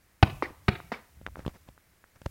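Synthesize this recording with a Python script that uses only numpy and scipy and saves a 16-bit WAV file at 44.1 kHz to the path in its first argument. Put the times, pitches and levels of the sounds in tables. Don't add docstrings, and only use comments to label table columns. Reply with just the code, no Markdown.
import sys
import numpy as np
from scipy import signal
from scipy.fft import rfft, irfft
from scipy.io import wavfile

SR = 44100
rng = np.random.default_rng(int(sys.argv[2]) if len(sys.argv) > 2 else 0)


def persist_wave(psi):
    counts = np.round(np.clip(psi, -1, 1) * 32767).astype(np.int16)
    wavfile.write(sys.argv[1], SR, np.atleast_2d(counts).T)


N = 101429
T = np.arange(N) / SR
SKIN_RISE_S = 0.00024

# (time [s], crack [dB], slap [dB], contact length [s], ring [dB], thump [dB],
# thump delay [s], thump pitch [Hz], knock [dB], knock pitch [Hz], clap [dB], clap pitch [Hz],
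# street tail [dB], wall echoes [dB])
FIRM_KICKS = [(0.2273, -6, -17, .0062, -32, -4.5, 0.002255, 95, -17, 319, -11, 797, -3.5, -2.5),
              (0.6821, -58, -21.5, 0.008, -32.5, -11.5, 0.0028, 95, -22.5, 393, -20, 1220, 1.5, 4.5)]
# (frequency [Hz], level [dB])
SLAP_COLOUR = [(150, -16.5), (400, 1), (800, 5.5), (1600, -5.5), (2500, 2), (3300, -9.5), (4400, -8),
               (5500, -18), (6600, -34), (9500, -31.5), (15000, -43)]
# (pitch [Hz], level [dB], ring time [s])
BALL_NOTES = [(204, 15, 0.076), (535, 3.5, 0.054), (750, -4, .08), (1144, -8, 0.05), (1503, 8.5, 0.04),
              (1900, 2.5, .04), (2245, 6, 0.02), (2860, -7, 0.02), (4500, -17.5, 0.021)]
def kicks():
    out = 0
    for (s, crack_db, slap_db, contact_s, ring_db, thump_db, delay_s, thump_hz,
         knock_db, knock_hz, clap_db, clap_hz, tail_db, echo_db) in FIRM_KICKS:
        crack = amp(crack_db) * swell(rise_s=0.00019, shape=10)
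        slap = amp(slap_db) * noise(SLAP_COLOUR) * onset(SKIN_RISE_S) * fade(0.0026, hold_s=contact_s)
        thump = -amp(thump_db) * sine(thump_hz) * swell(rise_s=0.004, shape=1.8)
        knock = amp(knock_db) * ring(knock_hz, ring_s=0.062)
        clap = amp(clap_db) * ring(clap_hz, ring_s=0.03)
        notes = sum(at(s + rng.uniform(0, contact_s), amp(ring_db + db) * ring(hz, ring_s))
                    for hz, db, ring_s in BALL_NOTES)
        blow = at(s, crack + slap + at(delay_s, thump))
        out = out + blow + at(s, knock + clap) + notes + street(blow, tail_db, echo_db)
    return out


# (time [s], slap [dB], slap pitch [Hz], rebound delay [s], rebound [dB], knock [dB],
# knock pitch [Hz], rasp [dB], ring [dB], ring pitch [Hz], delay to mid-ring [s],
# half the ring's length [s], street tail [dB])
LIGHT_TAPS = [(.4240, -10, 1076, 0.00331, -24, -14, 360, -40, -37.5, 2050, 0.0225, 0.014, -4.5),
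              (0.9184, -17, 703, 0.004265, -19, -22.5, 245, -38.5, -38.5, 2280, 0.0248, 0.0047, -4)]
# (frequency [Hz], level [dB])
RASP_COLOUR = [(150, -34), (300, 0), (1100, 6.5), (2200, 1.5), (3100, -6), (5400, -10), (6600, -23.5),
               (15000, -33)]
def taps():
    sag_hz_per_s = 7500
    snap = amp(-8) * ring(hz=1970, ring_s=0.013)
    out = 0
    for (s, slap_db, slap_hz, rebound_s, rebound_db, knock_db, knock_hz,
         rasp_db, ring_db, ring_hz, middle_s, half_s, tail_db) in LIGHT_TAPS:
        skin = cut(ring(slap_hz, ring_s=0.0076) + snap, 2130, "low", order=4)
        knock = amp(knock_db) * ring(knock_hz, ring_s=0.016)
        body = amp(slap_db) * skin + at(rebound_s, amp(rebound_db) * skin + knock)
        rasp_shape = onset(SKIN_RISE_S) * (fade(0.03, hold_s=0.0074) + amp(-6) * fade(0.0086))
        rasp = amp(rasp_db) * noise(RASP_COLOUR) * rasp_shape
        waver = cut(rng.standard_normal(N), 206, "low")
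        hold = np.exp(-np.minimum(((T - middle_s) / half_s) ** 4, 60))
        pitch_hz = ring_hz - sag_hz_per_s * (T - middle_s)
        tone = np.sin(2 * np.pi * np.cumsum(pitch_hz) / SR)
        rough_tone = amp(ring_db) * tone * hold * (1 + waver / waver.std())
        hit = at(s, cut(body, 0.76 * knock_hz, "high", order=4) + rasp)
        out = out + hit + at(s, rough_tone) + street(hit, tail_db, echo_db=tail_db - 2)
    return out


# (time [s], level [dB], push length [s], edge [dB], hollow note [dB])
SOFT_KNOCKS = [(1.214, -38, 0.0009, -17, -11), (1.275, -32.5, 0.00062, -17, -18),
               (1.380, -37.5, 0.0017, -14, -19), (1.393, -27.5, 0.0007, -18, -14),
               (1.4635, -18, 0.0012, -11, -36), (1.479, -17.5, 0.00071, -16.5, -46),
               (1.688, -39, 0.0012, -8, -10), (2.217, -37.5, 0.0013, -0.5, -10),
               (2.2621, -17.5, 0.0023, -20.5, -10.5)]
# (frequency [Hz], level [dB])
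EDGE_COLOUR = [(200, 3), (600, -3.5), (1200, 2), (2000, -12), (3400, -7), (5000, -19.5), (8000, -26.5),
               (15000, -45)]
def knocks():
    out = 0
    for s, db, push_s, edge_db, hollow_db in SOFT_KNOCKS:
        push = cut(swell(push_s / 2, shape=0.57), 1.43 / push_s, "low")
        hollow = amp(hollow_db) * ring(hz=530, ring_s=0.023)
        edge = amp(edge_db) * noise(EDGE_COLOUR) * swell(rise_s=0.00033, shape=0.33)
        out = out + at(s, amp(db) * (push + hollow + edge))
    return cut(out, 66, "high")


# (time [s], level [dB], pitch [Hz])
SHOE_TICKS = [(0.506, -23.5, 326.6), (0.802, -23.5, 1280), (1.265, -16, 1610), (1.285, -30.5, 1010),
              (1.357, -24, 1350), (1.37, -24, 596), (1.403, -35, 1900), (1.451, -29, 1440),
              (1.778, -35.5, 1530), (2.041, -33.5, 1670)]
def ticks():
    snap = amp(-17.5) * ring(hz=3700, ring_s=0.0084)
    hardest_db = max(db for _, db, _ in SHOE_TICKS)
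    out = 0
    for s, db, hz in SHOE_TICKS:
        top_hz = hz * 2.52 * 2 ** ((db - hardest_db) / 14.5)
        out = out + at(s, amp(db) * cut(ring(hz, ring_s=0.0034) - snap, top_hz, "low", order=3))
    return out


# (time of peak [s], swell time [s], level [dB])
RUBS = [(1.266, 0.0027, -41.5), (1.399, 0.031, -53.5), (1.482, 0.028, -51), (1.557, 0.015, -52.5),
        (1.685, 0.0092, -53), (2.164, 0.0091, -54), (2.2615, 0.0023, -32)]
# (frequency [Hz], level [dB])
RUB_COLOUR = [(80, 10.5), (250, 1.5), (600, -1), (1200, -3.5), (2200, -8.5), (3200, -18.5), (6000, -19),
              (15000, -40)]
def scuffs():
    grain = cut(rng.standard_normal(N), 430, "low")
    strokes = sum(amp(db) * np.exp(-((T - s) / swell_s) ** 2) for s, swell_s, db in RUBS)
    return strokes * noise(RUB_COLOUR) * amp(3 * grain / grain.std())


# (frequency [Hz], level [dB], ring time [s])
STREET_TAIL = [(60, -21.5, 0.18), (150, -13, 0.71), (300, -7.5, 0.2), (499, -13, 0.77), (800, -13, 0.41),
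               (1550, -10.5, .5), (2768, -13.5, .5), (4830, -19, 0.24), (11935, -15, 0.5)]
# (delay [s], level [dB])
WALL_ECHOES = [(.031, -21), (.044, -21.5), (.069, -19.5), (0.117, -48)]
def street(x, tail_db, echo_db):
    octaves_hz = 30 * 2 ** np.arange(10.)
    tail = 0
    for low, high in zip(octaves_hz, octaves_hz[1:]):
        hz = np.sqrt(low * high)
        decay_s = at_hz(STREET_TAIL, hz, column=2) / np.log(1000)
        band = cut(rng.standard_normal(N), [low, high], "band") * fade(decay_s)
        balance = np.sqrt(2 / (decay_s * SR))
        tail = tail + amp(at_hz(STREET_TAIL, hz)) * band * balance
    response = amp(tail_db) * tail * (1 - fade(0.004))
    for delay_s, db in WALL_ECHOES:
        blur = rng.standard_normal(N) * fade(0.0045)
        echo = cut(blur / np.linalg.norm(blur), [200, 4660], "band")
        response = response + at(delay_s, amp(echo_db + db) * echo)
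    return signal.fftconvolve(x, response)[:N]


# (frequency [Hz], level [dB])
DISTANT_COLOUR = [(30, -4.5), (75, -7.5), (150, -7.5), (400, -13.5), (1000, -17.5), (2100, -14),
                  (3300, -27.5), (15500, -31)]
RUMBLE_COLOUR = [(20, -26.5), (50, -8), (76, -1), (110, -14.5), (200, -22.5), (600, -55)]
# (time [s], level [dB])
RUMBLE_CURVE = [(.2, -72), (.32, -40.5), (.55, -61.5), (.77, -54.5), (1.1, -67.5), (1.18, -52), (1.42, -50),
                (1.6, -63.5), (1.69, -57), (1.82, -72), (2.1, -74), (2.3, -51.5)]
HISS_CURVE = [(.215, -70.5), (.235, -56.5), (.62, -67), (.72, -60.5), (1.2, -68.5), (1.48, -64.5),
              (1.8, -70), (2.2, -69.5), (2.3, -60.5)]
def background():
    distant = amp(-68) * noise(DISTANT_COLOUR)
    rumble = level(RUMBLE_CURVE) * noise(RUMBLE_COLOUR)
    hiss = level(HISS_CURVE) * rng.standard_normal(N)
    return distant + rumble + hiss


def amp(db):
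    return 10 ** (np.asarray(db) / 20)


def at_hz(points, hz, column=1):
    table = np.array(points)
    return np.interp(np.log(np.maximum(hz, 1)), np.log(table[:, 0]), table[:, column])


def level(points):
    return amp(np.interp(T, *np.transpose(points)))


def noise(colour):
    size = 2 ** 17
    gains = amp(at_hz(colour, np.fft.rfftfreq(size, 1 / SR)))
    x = irfft(rfft(rng.standard_normal(size)) * gains)[:N]
    return x / x.std()


def cut(x, hz, keep, order=2):
    sections = signal.butter(order, np.clip(hz, 10, .45 * SR), keep, fs=SR, output="sos")
    return signal.sosfilt(sections, x + 1e-18)


def at(s, x):
    return np.concatenate([np.zeros(max(int(s * SR), 0)), x])[:N]


def fade(release_s, hold_s=0):
    return np.exp(-np.clip((T - hold_s) / release_s, 0, 60))


def onset(rise_s):
    return (1 - fade(rise_s)) ** 2


def swell(rise_s, shape):
    progress = np.minimum(T / rise_s, 40)
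    return (progress * np.exp(1 - progress)) ** shape


def sine(hz):
    return np.sin(2 * np.pi * hz * T)


def ring(hz, ring_s):
    return sine(hz) * fade(ring_s / np.log(1000))


def scene():
    touches = ticks() + knocks() + scuffs()
    return (kicks() + taps() + touches + background())[None]


def record(dry):
    return signal.sosfilt(signal.cheby1(12, .1, 16000, fs=SR, output="sos"), dry)


dry = scene()
out = record(dry)
persist_wave(out)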